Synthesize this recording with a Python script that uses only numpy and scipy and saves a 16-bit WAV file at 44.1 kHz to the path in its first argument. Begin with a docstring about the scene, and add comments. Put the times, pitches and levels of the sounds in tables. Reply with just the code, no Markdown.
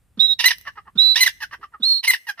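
"""Over a light rumble of air comes a low throat pop, then a shrill whistle: a francolin is calling
close by, from a heap of straw at the edge of a field. Each of its three phrases breaks into three
rasping notes and trails off in ever softer, duller clucks. The whistle is a nearly pure tone; rasps
and clucks are membrane pulses shaped by the resonances of the throat. A few steps sound in the dry
straw, which scatters the call, and the field adds a faint tail."""
import sys
import numpy as np
from scipy import signal
from scipy.fft import rfft, irfft
from scipy.io import wavfile
from scipy.ndimage import uniform_filter1d, minimum_filter1d

SR = 44100
rng = np.random.default_rng(int(sys.argv[2]) if len(sys.argv) > 2 else 0)


def file_out(sig):
    """Save sig as 16-bit WAV at sys.argv[1]."""
    # one column per channel
    cols = np.atleast_2d(sig).T
    # limit, then scale
    lim = np.clip(cols, -1, 1)
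    pcm = np.round(lim * 32767).astype(np.int16)
    wavfile.write(sys.argv[1], SR, pcm)


N = 105840
T = np.arange(N) / SR
CUTOFF_HZ = 15700


def from_db(db):
    """Amplitude ratio of a level in decibels."""
    return 10 ** (np.asarray(db) / 20)


def rms_one(x):
    """Normalisation to unit rms."""
    return x / np.sqrt(np.mean(x ** 2) + 1e-20)


def at_hz(points, hz):
    """Interpolation of (Hz, dB) points on a log-frequency axis."""
    f, db = np.transpose(points)
    return np.interp(np.log(np.maximum(hz, 1)), np.log(f), db)


def colour(x, points):
    """Zero-phase filtering by a response of (Hz, dB) points."""
    n = x.shape[-1]
    gain = from_db(at_hz(points, np.fft.rfftfreq(2 * n, 1 / SR)))
    return irfft(rfft(x, 2 * n) * gain)[..., :n]


def drift(rate_hz):
    """Random modulation: noise low-passed at rate_hz, with unit rms."""
    r = np.exp(-2 * np.pi * rate_hz / SR)
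    return rms_one(signal.lfilter([1], [1, -2 * r, r * r], rng.standard_normal(N)))


def phase_of(hz):
    """Phase as the time integral of frequency."""
    return 2 * np.pi * np.cumsum(hz) / SR


def gate(start, end, attack, release):
    """An envelope with sine-squared edges; times in seconds."""
    opening = np.sin(np.pi / 2 * np.clip((T - start) / attack, 0, 1)) ** 2
    closing = np.sin(np.pi / 2 * np.clip((end - T) / release, 0, 1)) ** 2
    return opening * closing


def bell(t, width):
    """A Gaussian envelope centred on t = 0."""
    return np.exp(-.5 * (t / width) ** 2)


def pan(x, db):
    """Placement by interaural level difference, left minus right."""
    return x * from_db(np.array([[db], [-db]]) / 2)


def stereo_noise(spectrum, side_db=-8):
    """Partial coherence: coloured noise mostly alike at both ears, with unit rms."""
    mid, side = rng.standard_normal((2, N))
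    return rms_one(colour(mid + from_db(side_db) * side * np.array([[1], [-1]]), spectrum))


def air(hiss_db=-72):
    """Broadband noise of light air: a steady hiss and a low rumble that swells and fades."""
    # Each row: frequency in Hz, relative level in dB.
    hiss_spectrum = [(30, -11.5), (200, -4.5), (500, -4.5), (1400, -8), (2500, -11), (6000, -19.5),
                     (8500, -11), (15000, -19)]
    rumble_spectrum = [(20, -26), (45, -8), (80, -5), (130, -14), (250, -24.5), (600, -45), (3000, -73.5)]
    # Each row: time in seconds, rumble level in dB.
    rumble_levels = [(0, -63.5), (.3, -58.5), (.8, -62), (1.2, -58), (1.65, -65), (1.9, -74), (2.4, -81)]
    swell = from_db(np.interp(T, *np.transpose(rumble_levels)))
    return from_db(hiss_db) * stereo_noise(hiss_spectrum) + swell * stereo_noise(rumble_spectrum)


def pops(width_s=.0075, fall_oct_per_s=34, octave_db=-17, edge_db=-17):
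    """A falling glide under a Gaussian envelope: the rough-edged grunt before each whistle."""
    # Each row: peak time in seconds, level in dB, pitch in Hz.
    grunts = [(.183, -34, 214.4), (0.964, -34.5, 201.2), (1.809, -41.5, 232)]
    edge_spectrum = [(200, -15.5), (900, -15), (1400, -2.5), (2100, -24), (3600, -11),
                     (6000, -26.5), (15000, -41.5)]
    edge = from_db(edge_db) * rms_one(colour(rng.standard_normal(N), edge_spectrum))
    out = 0
    for s, db, hz in grunts:
        phase = phase_of(hz * 2 ** (-fall_oct_per_s * np.clip(T - s, -.03, .03)))
        wave = np.sin(phase) + from_db(octave_db) * np.cos(2 * phase)
        tone = np.sqrt(2) * wave * bell(T - s, width_s)
        out += from_db(db) * (tone + edge) * gate(s - .012, s + .014, .0055, .0033)
    return out


def whistles(jitter=.001, hiss_db=-21.5, beat_swing_db=-2.5):
    """Beating: a near sine swoops up and holds while a weak second voice interferes with it."""
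    # One contour per whistle. Each row: time in seconds, pitch in Hz, level in dB.
    contours = [
        [(.190, 3067, -44), (.197, 3648, -19), (.205, 3726, -10.5), (.218, 3840, -13), (.254, 3871, -14.5),
         (.276, 3780, -23.5), (.308, 3805, -14.5), (.334, 3770, -17), (.349, 3864, -46.5)],
        [(.974, 3496, -31.5), (.989, 3812, -10.5), (1.009, 3911, -11), (1.033, 3957, -14), (1.062, 3963, -13),
         (1.085, 3971, -15), (1.118, 3965, -14.5), (1.135, 3930, -19), (1.149, 3905, -22)],
        [(1.820, 3257, -42), (1.834, 3860, -13.5), (1.848, 4050, -16), (1.864, 4272, -15.5), (1.924, 4296, -13),
         (1.95, 4216, -19), (1.975, 4290, -19), (1.998, 4230, -27), (2.013, 4257, -41)],
    ]
    # Each row: second voice's offset in Hz and level in dB, pan in dB, first voice's octave in dB.
    voicings = [(281, -41, -1.5, -42), (244.5, -29.5, -0.5, -36), (-290, -34, 4, -26)]
    # Each row: frequency in Hz, relative level of the hiss in dB.
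    hiss_spectrum = [(300, -34), (1300, -15.5), (2800, -18.5), (3900, 4), (5200, -12), (6800, -23),
                     (8500, -17.5), (12500, -20), (13800, -12.5), (16000, -17.5)]
    hiss = from_db(hiss_db) * rms_one(colour(rng.standard_normal((2, N)), hiss_spectrum))
    out = 0
    for contour, (apart_hz, second_db, pan_db, octave_db) in zip(contours, voicings):
        s, hz, db = np.transpose(contour)
        pitch = np.interp(T, s, hz) * (1 + jitter * drift(53))
        phase = phase_of(pitch)
        level = from_db(np.interp(T, s, db)) * gate(s[0], s[-1], .0042, .0024)
        first = level * (np.sin(phase) + from_db(octave_db) * np.sin(2 * phase))
        second = np.sin(phase_of(pitch + apart_hz + 25 * drift(41)))
        second *= from_db(second_db + beat_swing_db * np.tanh(drift(27))) * gate(s[0], s[-1], .079, .01)
        out += pan(np.sqrt(2) * (first + second) + level * hiss, pan_db)
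    return out


def rough_pulses(phase, noise, harmonics):
    """Voiced excitation: one membrane pulse and a puff of noise in each cycle, with unit rms."""
    pulses = np.cos(np.arange(1, harmonics + 1)[:, None] * phase).sum(axis=0)
    puffs = rng.standard_normal(len(phase)) * (1 + np.cos(phase))
    return rms_one(rms_one(pulses) + noise * rms_one(puffs))


def rasps(pulse_hz=980.5, jitter=.045, noise_db=-4):
    """Source and filter: irregular pulses ring in the throat, under and between the notes."""
    # One envelope per phrase. Each row: time in seconds, level in dB.
    envelopes = [
        [(.386, -21.5), (.393, -34.5), (.411, -19), (.420, -28.5), (.437, -29), (.446, -36), (.474, -60),
         (.484, -12.5), (.501, -33), (.513, -18), (.524, -32.5), (.540, -31)],
        [(1.146, -12.5), (1.160, -48), (1.176, -21.5), (1.183, -24), (1.197, -23.5), (1.208, -22), (1.226, -66),
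         (1.240, -22.5), (1.253, -24), (1.262, -41), (1.285, -27), (1.302, -37.5)],
        [(2.029, -10), (2.035, -33), (2.052, -20.5), (2.064, -34.5), (2.078, -22.5), (2.098, -72),
         (2.114, -19.5), (2.127, -37), (2.136, -21.5), (2.153, -34.5), (2.172, -38.5)],
    ]
    # Each row: frequency in Hz, relative gain of the throat in dB.
    throat = [(400, -54), (750, -21), (980, -14), (1350, -16), (1900, -11), (2300, 3.5), (2900, -1.5),
              (3350, -3), (4000, -3.5), (4600, -5), (5700, -5.5), (6800, -29.5), (9500, -9.5),
              (13500, -26.5), (16000, -30.5)]
    phase = phase_of(pulse_hz * (1 + jitter * drift(180)))
    voice = rms_one(colour(rough_pulses(phase, from_db(noise_db), harmonics=15), throat))
    out = 0
    for envelope in envelopes:
        s, db = np.transpose(envelope)
        out += voice * from_db(np.interp(T, s, db)) * gate(s[0], s[-1], .01, .0093)
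    return out


def notes(jitter=.004, shimmer_db=2.06, flip_share=.3, flip_s=.002, lock_hz=1990):
    """Period doubling: where every other cycle of a bright note is weak, half-pitch tones appear."""
    # Each row: start and end in seconds; first, middle and last pitch in Hz; then, in dB, level,
    # half-pitch tone gain, overtone gain below 6 kHz, overtone gain above 8 kHz and pan.
    chatter = [ (0.389, 0.413, 1937, 1850, 1743, -27.5, 10, 17, -3.5, -2),
               (0.438, 0.461, 1815, 1921, 2074, -18.5, 2.5, 4.5, -8, -2.5),
               (0.455, 0.486, 1937, 2040, 2000, -13.5, -22, 12, 3, 5),
               (0.503, 0.523, 1962, 1865, 1700, -15, -9.5, 5, -25.5, -0.5),
               (1.155, 1.186, 1634, 1914, 1953, -21.5, 2, 17, -3.5, -1.5),
               (1.204, 1.242, 2039, 2054, 1978, -15.5, -20.5, 14.5, 4.5, 4.5),
               (1.258, 1.284, 2082, 1938, 1650, -15.5, -28, 6.5, -2.5, -1.5),
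               (2.037, 2.053, 1999, 1943, 1870, -26.5, 8, -8, -2, -3.5),
               (2.074, 2.113, 2123, 2083, 2055, -14, -32, 4, 3.5, 4),
               (2.132, 2.153, 2060, 1920, 1640, -17.5, -28, -13, -6, 3)]
    # Each row: frequency in Hz, level in dB of odd multiples of half the pitch.
    half_tones = [(950, -23), (2850, -7), (4800, -16), (6500, -27.5), (9000, -59.5), (15000, -40.5)]
    # Each row: frequency in Hz, overtone level in dB.
    overtones = [(3600, -14), (4100, -13.5), (6000, -22), (8100, -13.5), (10200, -13.5), (12400, -19.5),
                 (14200, -12), (16000, -55)]
    out = np.zeros((2, N))
    for start, end, hz0, hz1, hz2, db, half_db, over_db, treble_db, pan_db in chatter:
        on = (T > start) & (T < end)
        progress = (T[on] - start) / (end - start)
        arch = np.polyval(np.polyfit([0, .5, 1], [hz0, hz1, hz2], 2), progress)
        final_drop = 1 - flip_share * np.exp((T[on] - end) / flip_s)
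        pitch = arch * (1 + jitter * drift(200)[on]) * final_drop
        jitter_rad = .08 if hz1 > lock_hz else .2  # ragged below the locking pitch
        phase = phase_of(pitch) + jitter_rad * drift(900)[on]
        doubling_db = half_db + 2 * drift(67)[on]
        wave = np.cos(phase)
        for k in range(1, 18):
            hz = k * pitch / 2
            angle = k * phase / 2 - np.pi * (k / 7) ** 2  # phase offsets spread each pulse
            if k % 2:
                wave += from_db(at_hz(half_tones, hz) + doubling_db) * np.cos(angle)
            elif k > 2:
                bright_db = at_hz([(6000, over_db), (8000, treble_db)], hz)
                wave += from_db(at_hz(overtones, hz) + bright_db) * np.cos(angle)
        level = from_db(db + shimmer_db * drift(61)[on]) * gate(start, end, .005, .006)[on]
        out[:, on] += pan(np.sqrt(2) * wave * level, pan_db)
    return colour(out, [(300, -30), (750, 0)])


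def steps(snap_s=.0016, thud_s=.016):
    """Fracture and impact: a foot snaps a dry stalk or lands with a soft thud."""
    # Each row: time in seconds, snap level in dB, thud level in dB.
    footfalls = [(0.584, -31, -91), (0.612, -33, -81.5), (1.607, -68, -57.5)]
    snap = rms_one(colour(rng.standard_normal(N), [(500, -39), (4000, 1.5), (15000, 6)]))
    thud_spectrum = [(60, -7), (140, -19), (400, -11.5), (900, -31), (4000, -48)]
    thud = rms_one(colour(rng.standard_normal(N), thud_spectrum))
    out = 0
    for s, snap_db, thud_db in footfalls:
        out += from_db(snap_db) * snap * (T > s) * np.exp(-np.abs(T - s) / snap_s)
        out += from_db(thud_db) * thud * bell(T - s, thud_s)
    return out


def clucks(fall_oct_per_s=8.9, tone_s=.011, swell_s=.0067, lead_s=.029, lead_db=-10):
    """Formant filtering: falling nasal pulse trains start softly, then swell with one strong harmonic."""
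    # Each row: peak time in seconds, pulse rate in Hz, tone level in dB, pulse train level in dB,
    # tilt in dB per octave, treble gain in dB, roughness as a noise ratio, harmonic number of the tone.
    calls = [ (0.679, 603, -32, -31.5, 1.5, 0.5, 0.75, 3), (0.783, 437, -39.5, -38, -4, -11, 0.63, 3),
             (0.881, 394, -42.5, -45.5, -7.5, -11.5, 0.93, 3), (1.431, 827.5, -25.5, -26, 8, 3.5, 0.62, 2),
             (1.538, 574.8, -35.5, -31.5, 2, 2, 1.12, 3), (1.64, 418.5, -35, -39, 0, -1, 0.84, 3),
             (1.748, 423, -38.5, -46.5, -6.5, -21, .5, 3), (2.296, 841.4, -24.5, -25, 6, 6.5, 0.39, 2),
             (2.403, 617, -33.5, -33, 1.5, -1, 0.72, 3)]
    # Each row: frequency in Hz, relative gain of the throat in dB.
    formants = [(300, -15), (550, -19.5), (850, -4), (1220, 2), (1500, -9.5), (1830, 7), (2300, -16),
                (2880, -7.5), (3450, -21), (4100, -19), (4700, -19.5), (5600, -20), (7000, -38),
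                (12000, -30.5), (16000, -44.5)]
    out = np.zeros(N)
    for s, hz, tone_db, train_db, tilt_db, treble_db, roughness, harmonic in calls:
        on = np.abs(T - s) < .05
        t = T[on] - s
        wobble = .1 * roughness * drift(250)[on]
        pitch = hz * 2 ** (-fall_oct_per_s * t)
        tone = np.sqrt(2) * np.sin(harmonic * phase_of(pitch * (1 + wobble / 2)))
        tone *= bell(t, tone_s) * gate(s - tone_s, s + .03, .0021, .019)[on]
        throat = [(f, db + tilt_db * np.log2(np.clip(f, 900, 4000) / 1500) + treble_db * (f > 6000))
                  for f, db in formants]
        pulses = rough_pulses(phase_of(pitch * (1 + wobble)), roughness, int(CUTOFF_HZ / hz))
        train = rms_one(colour(pulses, throat))
        swell = (bell(t, swell_s) + from_db(lead_db)) * gate(s - lead_s, s + .03, .003, .019)[on]
        out[on] += from_db(tone_db) * tone + from_db(train_db) * train * swell / swell.max()
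    return out


def direct_path(bird, right_lag_s=.000063):
    """Interaural differences: the bird is louder at the right ear and slightly earlier at the left."""
    # Each row: frequency in Hz, left minus right in dB.
    balance = [(200, -3.5), (1000, -2.5), (2000, -2), (2900, -5.5), (3900, -11), (5500, -11.5), (8000, -2),
               (14000, -7)]
    left_gains = [(hz, 2 / (1 + from_db(-db))) for hz, db in balance]
    left = colour(bird[0], [(hz, 20 * np.log10(g)) for hz, g in left_gains])
    right = colour(bird[1], [(hz, 20 * np.log10(2 - g)) for hz, g in left_gains])
    return np.array([left, np.interp(T - right_lag_s, T, right)])


def scatter(bird, t60_s):
    """Diffuse reflection: a tail that decays exponentially, different at each ear."""
    # Each row: frequency in Hz, gain of the scattered sound in dB.
    response = [(200, -6.5), (1800, 8), (3400, 11.5), (3900, 2), (5500, 13.5), (8000, 4), (15000, 10)]
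    mono = colour(bird.mean(axis=0), response)
    envelope = from_db(-60 * T[:SR] / t60_s) * np.clip(T[:SR] / .016, 0, 1)
    tail = rng.standard_normal((2, SR)) * envelope
    tail /= np.sqrt(np.sum(tail ** 2) / 2)
    return signal.fftconvolve(mono[None], tail, axes=1)[:, :N]


def scene():
    """Superposition of the bird, its scatter from straw and field, and the air."""
    bird = whistles() + notes() + rasps() + clucks() + pops() + steps()
    straw = from_db(-19) * scatter(bird, t60_s=.07)
    field = from_db(-37.5) * scatter(bird, t60_s=.54)
    return direct_path(bird) + straw + field + air()


def record(dry):
    """Band and peak limiting: the top is cut, and a fast limiter holds peaks under full scale."""
    x = colour(dry, [(CUTOFF_HZ - 400, 0), (CUTOFF_HZ, -20), (CUTOFF_HZ + 500, -90)])
    safe_gain = np.minimum(1, .97 / (np.abs(x).max(axis=0) + 1e-9))
    return x * uniform_filter1d(minimum_filter1d(safe_gain, size=177), size=133)


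dry = scene()
out = record(dry)
file_out(out)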